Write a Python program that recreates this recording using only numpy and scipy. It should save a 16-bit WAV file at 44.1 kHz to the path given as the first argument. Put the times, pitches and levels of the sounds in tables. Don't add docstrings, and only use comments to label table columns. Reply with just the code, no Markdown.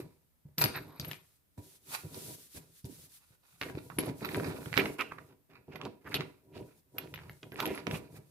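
import sys
import numpy as np
from scipy import signal
from scipy.fft import rfft, irfft
from scipy.io import wavfile

SR = 44100
rng = np.random.default_rng(int(sys.argv[2]) if len(sys.argv) > 2 else 0)


def persist_wave(psi):
    counts = np.round(np.clip(psi, -1, 1) * 32767).astype(np.int16)
    wavfile.write(sys.argv[1], SR, np.atleast_2d(counts).T)


def volts_from_decibels(level):
    exponent = np.asarray(level, float) / 20
    return 10 ** exponent


N = 366030

PORT_LAG_S_PER_DB = .00002
SIDES = np.array([[1], [-1]])


def rms_one(x):
    return x / np.sqrt(np.mean(x ** 2) + 1e-20)


def in_time(rows):
    return np.interp(np.arange(N) / SR, *np.transpose(rows))


def drift(rate_hz):
    knots = rng.standard_normal(4000)
    return np.interp(np.arange(N) / SR * rate_hz, np.arange(4000), knots) * np.sqrt(1.5)


def colour(x, spectrum):
    size = 2048
    hz, db = np.transpose(spectrum)
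    bins_hz = np.arange(1, size // 2 + 2) * SR / size
    log_gain = np.log(volts_from_decibels(np.interp(np.log(bins_hz), np.log(hz), db)))
    cepstrum = irfft(log_gain)
    cepstrum[1:size // 2] *= 2
    cepstrum[size // 2 + 1:] = 0
    impulse = irfft(np.exp(rfft(cepstrum)))
    return signal.oaconvolve(x, np.atleast_2d(impulse), axes=-1)[:, :N]


def ring(hz, t60_s):
    t = np.arange(int(t60_s * SR) + 8) / SR
    return np.sin(2 * np.pi * hz * t) * volts_from_decibels(-60 * t / t60_s)


def resonate(x, hz, width_hz):
    r = np.exp(-np.pi * width_hz / SR)
    poles = [1, -2 * r * np.cos(2 * np.pi * hz / SR), r * r]
    return np.sqrt((1 - r * r) / 2) * signal.lfilter([1, 0, -1], poles, x)


def muffle(x, cut_hz):
    return signal.sosfilt(signal.butter(2, min(cut_hz, 16000), fs=SR, output="sos"), x)


def grains(per_s, spread_db):
    sizes = volts_from_decibels(spread_db * np.minimum(rng.exponential(1, N), 4))
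    sizes = sizes * rng.choice([-1, 1], N)
    return rms_one(sizes * (rng.random(N) < per_s / SR))


def add(out, at_s, sound, pan_db):
    for side, sign in enumerate([1, -1]):
        start = int((at_s - sign * pan_db * PORT_LAG_S_PER_DB / 2) * SR)
        part = out[side, max(start, 0):][:len(sound)]
        part += volts_from_decibels(sign * pan_db / 2) * sound[:len(part)]


def pair(x, pan_db, alike):
    time, alike = np.arange(N), np.clip(alike, 0, 1)
    lag = pan_db * PORT_LAG_S_PER_DB * SR / 2
    left = np.interp(time + lag, time, x[0])
    right = np.interp(time - lag, time, x[0])
    return np.sqrt(alike) * np.array([left, right]) + np.sqrt(1 - alike) * x[1:]


def joined(*levels_db):
    return 10 * np.log10(sum(volts_from_decibels(db) ** 2 for db in levels_db))


def efforts(s, hold_s, db, rise_db_s, release):
    fall_db_s, tail_db, tail_db_s = release
    t = np.arange(0, N + 64, 64)[:, None] / SR
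    after = np.maximum(t - s - np.abs(hold_s), 0)
    rise = volts_from_decibels(db - rise_db_s * np.maximum(s - t, 0))
    fall = np.maximum(volts_from_decibels(-fall_db_s * after), volts_from_decibels(tail_db - tail_db_s * after))
    level_db = 10 * np.log10(np.sum((rise * fall) ** 2, axis=1) + 1e-14)
    return np.interp(np.arange(N) / SR, t[:, 0], level_db)


# start_s [s], level_db [peak dB], pitch_hz [Hz], pan_db [left-right dB]
OPEN_CLACKS = [(0.5826, -18, 4500, 3), (0.6152, -17, 4700, -1), (0.6401, -12.5, 4700, 5),
               (0.652, -27.5, 4200.0, -8), (0.6591, -23, 2350, 13.5), (0.9982, -27, 4750, 6.5),
               (1.048, -34, 2820, 10), (1.1135, -26, 2820, 2.5), (1.1326, -35, 2765, 15),
               (1.578, -59, 1790, -5), (2.145, -36, 4350, -8.5), (2.845, -44.5, 4600, -8.5),
               (3.6143, -20, 2400, -2), (3.6264, -25.5, 2310, 4.5), (3.6344, -26.5, 2330.0, -3.5),
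               (3.6991, -35, 1680, 6), (3.753, -40.5, 2520, 8), (3.9012, -36.5, 1260, -13),
               (3.9865, -20.5, 2480, 4), (4.2474, -29.5, 2130, -6.5), (4.29, -26.5, 2100, -6),
               (4.3464, -21.5, 1900, 4.5), (4.357, -28.5, 1490, -1), (4.399, -28, 1430, -4),
               (4.434, -31, 1300, -9)]
# start_s [s], level_db [peak dB], pitch_hz [Hz], pan_db [dB]
DEEP_CLACKS = [(4.6594, -37, 1870, -16), (4.7297, -32, 2050, -27.5), (4.741, -21.5, 2160, -3.5),
               (4.77, -21, 4200, -2.5), (4.7764, -9.5, 2160, -12.5), (4.7808, -17.5, 2240, -7.5),
               (4.788, -23, 2330, -11), (4.798, -23, 2320, -10), (4.8576, -20.5, 2070, -4.5),
               (5.011, -22, 2300, -12), (5.1207, -29.5, 1260, -5), (5.185, -38.5, 1470, -7),
               (5.7582, -36.5, 2180, -17), (5.815, -31.5, 2640, -6), (5.8525, -31.5, 3800, -1.5),
               (6.1432, -16, 3300, 5), (6.208, -26, 2570, -5), (6.984, -24, 2540, -11),
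               (7.1405, -30, 2570, -5), (7.1595, -40.5, 2720, 18), (7.1772, -36.5, 2100, -3),
               (7.2959, -36.5, 2010, -0.5), (7.431, -35.5, 2780, 0), (7.5202, -37.5, 2060, -7),
               (7.559, -36, 2100, -6.5), (7.6031, -17.5, 2840, -2), (7.6565, -22, 2760, -5),
               (7.7773, -30.5, 2040, -6.5), (7.869, -23, 2450, -11), (7.912, -27, 2840, -4)]


def clacks(out):
    events = OPEN_CLACKS + DEEP_CLACKS
    chance = rng.standard_normal((len(events), 600))
    for (start_s, level_db, pitch_hz, pan_db), noise in zip(events, chance):
        knock = ring(pitch_hz, 2.6 / pitch_hz + 0.00092)
        overtone = ring(pitch_hz * (1.8 + .1 * noise[1]), .002) * volts_from_decibels(2 * noise[0])
        knock[:len(overtone)] += volts_from_decibels(-19) * overtone[:len(knock)]
        cycles = np.arange(len(knock)) * pitch_hz / SR
        knock *= 1 - np.exp(-(cycles / 0.16) ** 2)
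        chatter = noise ** 3 * volts_from_decibels(-33 - 60 * np.arange(600) / SR / 0.025)
        chatter[0] = 1
        sound = muffle(np.convolve(chatter, knock), 2.4 * pitch_hz)
        add(out, start_s - .0002, -volts_from_decibels(level_db + 6.5) * sound, pan_db)


# start_s [s], level_db [peak dB],
# pitch_hz [Hz], pan_db [left-right dB]
LIGHT_TOUCHES = [(0.599, -30, 2120, 2), (0.6764, -34, 1670, 3), (.7585, -31, 1900, 3),
                 (.7635, -32, 1600, 3), (.788, -34, 2200, 3), (1.1214, -33, 2600, 5),
                 (1.1434, -34, 2600, -1), (4.068, -36, 3600, 1), (4.209, -38, 2020, -2),
                 (4.584, -49.5, 5300, -3.5), (4.8132, -22.5, 2080, -3), (5.682, -61, 3000, -11),
                 (5.8357, -40.5, 3200, -6.5), (5.8521, -34.5, 2520, 1), (6.0526, -43.5, 1460, -2),
                 (6.0944, -42, 9000, 0), (6.1174, -37, 2000, -1.5), (6.1978, -32, 2200, -2),
                 (6.969, -52.5, 2980, -5.5), (4.4265, -37, 1500, -3), (7.0745, -41, 2300, -1),
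                 (6.58, -42, 2600, -3), (4.3265, -36, 1700, 0), (7.1898, -32, 1640, 0),
                 (7.1974, -43, 2100, -3), (4.6295, -45, 1800, -7), (7.2274, -56, 4400, -3),
                 (7.2364, -51, 1900, 0), (4.2605, -36, 2500, -5), (7.314, -47, 3900, -3),
                 (7.3318, -46, 8500, 1), (7.5435, -43, 9000, 0), (7.5655, -38, 9000, -4),
                 (7.5788, -36, 8000, -4), (7.6658, -24, 2760, -12), (7.6764, -31, 4300, -12),
                 (7.71, -31, 2310, -6.5), (7.718, -36, 2350, -5), (7.7478, -27, 2300, -6),
                 (7.783, -31, 2080, -6), (7.8814, -35, 2450, -7.5), (7.9483, -29, 2430, 1),
                 (7.9607, -33, 4500, -4), (6.628, -48, 2500, -3), (5.29, -56, 4500, -5.5)]


def ticks(out):
    for start_s, level_db, pitch_hz, pan_db in LIGHT_TOUCHES:
        knock = ring(pitch_hz, 3.3 / pitch_hz + 0.00056)
        cycles = np.arange(len(knock)) * pitch_hz / SR
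        knock *= 1 - np.exp(-(cycles / 0.24) ** 2)
        add(out, start_s, -volts_from_decibels(level_db + 3.5) * muffle(knock, 3.9 * pitch_hz), pan_db)


# [favoured by the spot struck, Hz]
FREE_SLAB_HITS = [(0.5815, -24, 12000), (0.615, -25.5, 12300), (0.64, -26, 11580), (0.661, -42, 8990),
                  (0.759, -41, 11800), (0.0, -56, 11900), (0.84, -61, 12000), (0.88, -61, 11600),
                  (0.92, -60, 11700), (0.957, -62, 11500), (1.078, -47, 11600), (1.14, -52, 11500),
                  (0.997, -48, 11700), (1.048, -44, 11550), (1.112, -45, 11640)]
# [time to fall 60 dB, s]
FREE_SLAB_MODES = [(8990, 0.24), (11430, 0.16), (12150, 0.087), (12300, 0.13), (13480, 0.06)]
# [favoured, Hz]
DAMPED_SLAB_HITS = [(3.6144, -35.5, 11730), (3.9855, -19.5, 10790), (4.056, -37.5, 10890),
                    (4.2477, -26, 13100), (4.2905, -36, 14100), (4.3377, -40, 10870), (4.776, -30.5, 12050),
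                    (5.005, -46, 11730), (5.757, -55, 11450), (5.8524, -73.5, 11300), (6.0745, -52, 11700),
                    (6.12, -46, 11800), (6.141, -28.5, 11490), (6.9828, -33.5, 11920),
                    (7.1413, -40.5, 11860), (7.295, -50, 11700), (7.5213, -56, 11500), (7.6014, -29, 11870),
                    (7.6565, -37, 11500), (7.716, -52, 12100), (7.7485, -42, 11070), (7.779, -44, 11070)]
# [time to fall 60 dB, s]
DAMPED_SLAB_MODES = [(11070, 0.054), (11440, 0.061), (12160, 0.058), (14120, .06), (15400, .04)]


def slab(out, hits, modes, split_hz, pan_db, rise_s):
    shade_db_per_octave, deepest_shade_db = 164.5, -32.5
    contact_loss_db = -6
    hits = sorted(hits)
    next_hits = hits[1:] + [(N / SR,)]
    for (start_s, level_db, favoured_hz), (next_s, *_) in zip(hits, next_hits):
        for pitch_hz, t60_s in modes:
            octaves_off = abs(np.log2(pitch_hz / favoured_hz))
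            mode_db = max(-shade_db_per_octave * octaves_off, deepest_shade_db)
            beating = .3 * ring(pitch_hz + split_hz, 1.6 * t60_s)
            strong = ring(pitch_hz, t60_s)
            beating[:len(strong)] += strong
            t = np.arange(len(beating)) / SR
            beating *= 1 - np.exp(-t / rise_s)
            beating *= volts_from_decibels(contact_loss_db * np.clip((t + start_s - next_s) / .003 + 1, 0, 1))
            add(out, start_s, volts_from_decibels(level_db + mode_db + 5.5) * beating, pan_db)


# start_s [s], length_s [s], level_db
# [dB], pitch_hz [Hz], width_hz [Hz]
SINGING_SCRAPES = [(0.738, 0.066, -43.5, 1640, 700), (2.844, 0.1, -52, 260, 117),
                   (3.68, 0.021, -53, 1840, 700), (3.899, 0.037, -57.5, 1160, 690),
                   (3.999, 0.16, -49, 433, 294), (4.786, 0.03, -29.5, 2180, 790),
                   (4.987, 0.047, -34.5, 2330, 696), (4.986, 0.051, -38.5, 1240, 400),
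                   (5.025, 0.1, -57, 2700, 200), (5.11, 0.019, -48.5, 1380, 786),
                   (5.179, 0.021, -53, 1360, 795), (5.715, 0.024, -58.5, 2200, 900),
                   (5.851, 0.029, -45, 855, 495), (6.054, 0.042, -48.5, 1440, 790),
                   (6.115, 0.022, -47.5, 1880, 700), (6.139, .045, -38, 2670, 600),
                   (6.139, 0.028, -35.5, 3700, 905), (6.204, 0.026, -44.5, 1080, 600),
                   (6.948, 0.13, -64, 1300, 725), (7.137, 0.042, -60, 3780, 595),
                   (4.364, .012, -48, 11000, 6000), (7.43, 0.015, -55, 1500, 1200),
                   (7.519, 0.03, -53, 1670, 300), (7.587, 0.028, -40, 1260, 400),
                   (7.615, 0.048, -41, 990, 300), (7.66, 0.035, -42, 586, 400),
                   (7.666, 0.087, -49, 2220, 900), (3.987, .03, -47, 3600, 3000),
                   (7.936, 0.04, -46.5, 2520, 700), (.86, 0.14, -62, 890, 600),
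                   (6.52, 0.11, -64.5, 2500, 1500), (5.8, .04, -47, 990, 400),
                   (6.981, 0.01, -38.5, 2480, 400), (0.611, .012, -38, 7860, 1200),
                   (7.001, 0.063, -63, 3900, 1200), (5.753, 0.02, -47, 695, 500),
                   (1.001, .025, -48, 4600, 1200)]


def scrapes(pan_db):
    size = SR // 3
    out = np.zeros((2, N))
    chance = rng.standard_normal((len(SINGING_SCRAPES), 3, size))
    for (start_s, length_s, level_db, pitch_hz, width_hz), noise in zip(SINGING_SCRAPES, chance):
        phase = np.arange(size) / SR / length_s
        stroke = np.sin(np.pi * np.minimum(phase, 1) ** 0.82)
        tail = volts_from_decibels(-18.5 - 6.4 * phase) * np.minimum(3 * phase, 1)
        push = np.maximum(stroke, tail)
        slips = (noise[0] + .35 * noise[1:]) * np.abs(noise[0]) ** 1.4
        singing = resonate(resonate(slips, pitch_hz, width_hz), pitch_hz, 2 * width_hz)
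        sound = volts_from_decibels(level_db) * push * rms_one(muffle(singing, 1.4 * pitch_hz))
        start = int(start_s * SR)
        placed = volts_from_decibels(pan_db[start] / 2 * SIDES) * sound
        out[:, start:start + size] += placed[:, :N - start]
    return out


# start_s [s], hold_s [s], rub_db [dB], towel_db [dB]
HAND_JERKS = [
    (0.582, 0.016, -45.5, -48),
    (0.613, 0.02, -34, -48),
    (1.011, 0.149, -64, -65),
    (1.579, 0.008, -62.5, -64),
    (2.852, .005, -76, -56.5),
    (3.986, .11, -50, -60.5),
    (4.758, 0.057, -39, -61.5),
    (4.986, 0.036, -44, -59.5),
    (5.497, 0.016, -62, -95.5),
]


def sudden(column, under_db, release):
    rise_db_s = 5000
    start_s, level_db = np.transpose(OPEN_CLACKS + DEEP_CLACKS)[:2]
    jerks = np.transpose(HAND_JERKS)
    from_clacks = efforts(start_s, 0.00059, level_db + under_db, rise_db_s, release)
    from_jerks = efforts(*jerks[:2], jerks[column], rise_db_s, release)
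    return joined(from_clacks, from_jerks)


# start_s [s], hold_s [s], level_db [dB]
FACE_RUBS = [(0.0, 0.0042, -49.5), (0.763, 0.014, -42), (0.915, 0.073, -65), (1.04, 0.065, -56.5),
             (1.725, .02, -71), (1.951, 0.0039, -39), (2.106, 0.16, -64.5), (2.57, 0.0058, -57),
             (2.877, 0.47, -74.5), (3.442, 0.32, -74), (3.787, .005, -55.5), (4.25, 0.0056, -40.5),
             (4.304, 0.23, -49), (4.473, .25, -56.5), (5.21, 0.0053, -69), (5.3, 0.022, -67.5),
             (5.547, .03, -58.5), (5.726, 0.045, -54), (5.862, 0.0062, -48.5), (6.073, 0.0083, -53),
             (6.135, 0.079, -46), (6.577, 0.0046, -50.5), (6.68, 0.05, -68), (7.207, 0.087, -64.5),
             (7.601, 0.03, -39), (7.748, .05, -48), (7.947, 0.0037, -39.5), (8.172, 0.0038, -55)]
# pitch_hz [Hz], width_hz [Hz], level_db [dB]
STONE_MODES = [(905, 560, -0.5), (1425, 130, -1.5), (1610, 340, -5.5), (2450, 270, -0.5), (2707, 350, -4.5),
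               (3830, 300, -3.5), (4600, 680, -4.5), (8600, 880, -26.5)]
# time_s [s], change_db [dB]
TOWEL_COVER = [
    (0.0, 1),
    (4.3, -2),
    (4.8, -7.5),
    (6.0, -5.5),
    (6.3, -2.5),
    (8.3, -3.5),
]


def grinding(pan_db):
    release = (880, -16.5, 120)
    rubbing_db = efforts(*np.transpose(FACE_RUBS), 447, release)
    level_db = joined(rubbing_db, sudden(2, -20, release))
    per_s = 1200 * volts_from_decibels(6 * drift(110))
    clicks = np.array([grains(per_s, 4) for k in range(3)])
    favour = np.array([volts_from_decibels(1.8 * drift(14)) for stone in STONE_MODES])
    favour /= np.sqrt(np.mean(favour ** 2, axis=0))
    cover_db = in_time(TOWEL_COVER)
    sound = 0
    for k, (pitch_hz, width_hz, mode_db) in enumerate(STONE_MODES):
        gain = volts_from_decibels(mode_db + (pitch_hz > 3000) * cover_db) * favour[k]
        sound = sound + (-1) ** k * gain * resonate(clicks, pitch_hz, width_hz)
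    sound = rms_one(muffle(sound, 7000))
    for pitch_hz, t60_s in DAMPED_SLAB_MODES[:3]:
        sound = sound + volts_from_decibels(-25.5 + 2.8 * drift(13)) * resonate(clicks, pitch_hz, 0.96 / t60_s)
    return volts_from_decibels(level_db - 1.5) * pair(sound, pan_db, 0.72) * volts_from_decibels(pan_db / 2 * SIDES)


# start_s [s], level_db [peak dB], pitch_hz [Hz]
WEIGHT_THUMPS = [(0.0, -17.5, 347), (0.454, -41.5, 146), (0.578, -24, 149), (0.995, -23, 133),
                 (1.579, -25.5, 99), (2.043, -25.5, 100), (2.55, -39, 160), (2.841, -20, 120),
                 (3.304, -43, 115), (3.747, -19.5, 136), (3.773, -16, 338), (3.964, -26, 123),
                 (4.659, -31.5, 153), (4.763, -17.5, 113),
                 (4.049, -39, 151), (4.088, -20.5, 373), (4.421, -27.5, 156), (5.754, -31.5, 153),
              (5.812, -35, 280), (5.857, -32, 423), (6.093, -34, 164), (6.169, -29, 304), (6.194, -34, 277),
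              (7.074, -43.5, 156), (7.123, -47, 151), (7.139, -39, 167), (7.2, -48, 151), (7.229, -48, 161),
              (7.265, -47, 151), (7.294, -40, 158), (7.674, -30, 283), (7.868, -20, 287), (7.915, -37, 151),
              (7.959, -28, 382)]


def thumps(out):
    for start_s, level_db, pitch_hz in WEIGHT_THUMPS:
        sound = ring(pitch_hz, 7.6 / pitch_hz)
        cycles = np.arange(len(sound)) / SR * pitch_hz
        sound *= 1 - np.exp(-(cycles / 0.4) ** 2)
        add(out, start_s, volts_from_decibels(level_db - 7) * sound, -.6)


# start_s [s], hold_s [s], drum_db [dB], boom_over_drum_db [dB]
TABLE_BUMPS = [(0.0, 0.067, -58, 4.5), (.455, 0.033, -71, 16.5), (.583, 0.07, -44, 5.5),
               (.64, 0.008, -36, -3), (.996, 0.09, -53.5, 7.5), (1.578, 0.024, -52.5, 1),
               (1.875, 0.022, -72, 12), (2.035, 0.03, -58.5, 8), (2.548, 0.036, -54.5, 8),
               (2.848, 0.024, -56, 7), (3.304, 0.033, -76.5, 6), (3.52, 0.15, -85, 15),
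               (3.618, 0.091, -47.5, 0), (3.75, 0.026, -47, 4), (3.987, 0.0033, -32.5, -2.5),
               (4.215, 0.098, -45, -3), (4.66, 0.016, -47, 9.5), (4.772, .03, -32, -7),
               (4.99, 0.048, -45.5, -18.5), (5.496, 0.12, -65.5, -0.5), (5.683, 0.085, -54.5, 1),
               (6.05, 0.051, -53, 1), (6.945, 0.115, -54, -0.5), (7.429, 0.041, -55.5, 1.5),
               (7.519, 0.068, -49.5, 0), (7.869, 0.0076, -32, -7), (8.13, 0.074, -59.5, 8)]
# start_s [s], hold_s [s], drum_db [dB], boom_over_drum_db [dB]
TABLE_SHOVES = [(.72, 0.1, -54, 5.5), (.82, 0.15, -62, -1), (1.91, 0.093, -65, 0.5),
                (2.155, 0.17, -54.5, 0.5), (2.96, 0.081, -68, 9.5), (3.86, 0.072, -60, 7.5),
                (4.05, 0.065, -43, 1.5), (4.35, 0.16, -41.5, 0.5), (4.53, 0.079, -46.5, -2.5),
                (4.85, 0.013, -40, -1), (5.1, 0.12, -58, 4), (5.24, 0.11, -68.5, -6),
                (5.83, 0.063, -48, -4), (6.15, 0.065, -43.5, -0.5), (6.57, 0.05, -49, 2),
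                (6.98, 0.13, -58.5, 0), (7.16, 0.17, -61, 11.5), (7.665, 0.033, -40, -6.5),
                (7.72, 0.072, -48.5, -11), (7.92, 0.039, -41, 2.5)]
# [tail fall, dB/s]
TABLE_FALL = (690, -5.5, 135)


def table_load(boom):
    parts = []
    for rows, rise_db_s in [(TABLE_BUMPS, 3500), (TABLE_SHOVES, 230.5)]:
        start_s, hold_s, drum_db, boom_over_drum_db = np.transpose(rows)
        level_db = drum_db + boom * boom_over_drum_db
        parts.append(efforts(start_s, hold_s, level_db, rise_db_s, TABLE_FALL))
    return joined(*parts)


# pitch_hz [Hz], width_hz [Hz], level_db [dB]
TABLE_MODES = [(99, 64, 1), (161, 26, 2), (209.7, 18, -5), (275.4, 22, 0.5), (312.1, 7.1, -2), (380, 35, 2),
               (481.3, 91, -1.5), (643.4, 50, -5), (780, 86, -11.5), (968, 27, -10.5)]


def table(pan_db):
    bumps = np.array([grains(500, 3.61), rng.standard_normal(N), rng.standard_normal(N)])
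    bumps = bumps * volts_from_decibels(1.7 * drift(55))
    modes = []
    for k, (pitch_hz, width_hz, mode_db) in enumerate(TABLE_MODES):
        modes.append((-1) ** k * volts_from_decibels(mode_db) * resonate(bumps, pitch_hz, width_hz))
    boom = volts_from_decibels(table_load(boom=True) - 3) * pair(sum(modes[:2]), pan_db, 0.975)
    drum = volts_from_decibels(table_load(boom=False) - 4) * pair(sum(modes[2:]), pan_db, 0.8)
    return boom + drum * volts_from_decibels(0.056 * pan_db * SIDES)


# start_s [s], hold_s [s], level_db [dB]
TOWEL_STROKES = [(0.0, 0.0016, -60), (0.71, 0.086, -79.5), (1.189, 0.18, -76.5), (1.634, 0.13, -64.5),
                 (1.946, 0.0017, -42), (2.148, 0.2, -53), (2.377, 0.092, -62.5), (2.56, 0.019, -53),
                 (2.767, 0.029, -63.5), (2.912, 0.15, -61), (3.125, 0.05, -62), (3.238, 0.11, -75.5),
                 (3.47, 0.24, -73), (3.635, 0.074, -63.5), (3.772, 0.2, -67), (4.185, 0.13, -63),
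                 (4.332, 0.16, -57), (4.491, 0.45, -62), (4.853, 0.042, -59.5), (5.207, 0.083, -77.5),
                 (5.851, .005, -74), (6.128, 0.0042, -63.5), (6.57, 0.042, -72), (6.658, 0.14, -75),
                 (6.962, 0.17, -72), (7.209, 0.63, -75), (7.628, 0.13, -63), (7.928, 0.047, -57.5),
                 (8.165, 0.0046, -63.5), (8.27, 0.048, -77)]
# pitch_hz [Hz], level_db [dB per Hz]
TOWEL_SPECTRUM = [(710, -37), (1200, -16), (3070, -11.5), (3640, -8.5), (7190, -8.5), (11600, -4),
                  (15100, -11.5), (15800, -7)]


def towel():
    release = (510, -12.5, 73)
    stroking_db = efforts(*np.transpose(TOWEL_STROKES), 264.5, release)
    level_db = joined(stroking_db, sudden(3, -40, release))
    fibres = rng.standard_normal((2, N)) + 0.2 * grains(500, 3.5)
    return volts_from_decibels(level_db + 6.0) * volts_from_decibels(drift(40)) * rms_one(colour(fibres, TOWEL_SPECTRUM))


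def room(x):
    t60_s, band_hz = 0.29, [250, 4900]
    t = np.arange(SR // 3) / SR
    tail = rng.standard_normal((2, len(t))) * volts_from_decibels(-60 * t / t60_s)
    tail *= np.minimum(t / 0.0096, 1)
    tail = signal.sosfilt(signal.butter(1, band_hz, "band", fs=SR, output="sos"), tail)
    return signal.oaconvolve(x, tail / np.sqrt(np.sum(tail[0] ** 2)), axes=-1)[:, :N]


# pitch_hz [Hz], level_db [dB per Hz]
ROOM_SPECTRUM = [(18, -35), (30, -4.5), (86, 7), (394, -8), (801, -14), (5450, -22), (6550, -22.5),
                 (14000, -13.5), (16000, -19)]


def room_tone():
    hiss_db, whine_db, whine_hz = -79, -89.5, 14110
    hiss = volts_from_decibels(hiss_db + 6.0) * rms_one(colour(rng.standard_normal((2, N)), ROOM_SPECTRUM))
    whine = np.sin(2 * np.pi * whine_hz * np.arange(N) / SR)
    return hiss + volts_from_decibels(whine_db + 2.0 * drift(6)) * whine


# time_s [s], pan_db [left-right dB]
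STONE_PLACE = [
    (0.0, -5.5),
    (1.2, -1),
    (1.66, -11),
    (4.51, -8),
    (5.02, -5.5),
    (5.96, -5.5),
    (8.3, -7),
]


def scene():
    pan_db = in_time(STONE_PLACE)
    hits, rings = np.zeros((2, N)), np.zeros((2, N))
    clacks(hits)
    ticks(hits)
    thumps(hits)
    slab(rings, FREE_SLAB_HITS, FREE_SLAB_MODES, split_hz=27, pan_db=3.0, rise_s=.002)
    slab(rings, DAMPED_SLAB_HITS, DAMPED_SLAB_MODES, split_hz=40, pan_db=5.0, rise_s=.0045)
    rings *= volts_from_decibels(3.5 * drift(70) - 1)
    near = hits + grinding(pan_db) + table(pan_db)
    echo = volts_from_decibels(-13.5) * room(near)
    return near + rings + scrapes(pan_db) + echo + towel() + room_tone()


def top_cut(x):
    return signal.sosfilt(signal.butter(12, 15850, fs=SR, output="sos"), x)


def record(dry):
    x = signal.sosfilt(signal.butter(2, 48, "high", fs=SR, output="sos"), dry)
    x = signal.sosfilt(signal.cheby2(14, 60, 16150, fs=SR, output="sos"), x)
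    return top_cut(x)


dry = scene()
out = record(dry)
persist_wave(out)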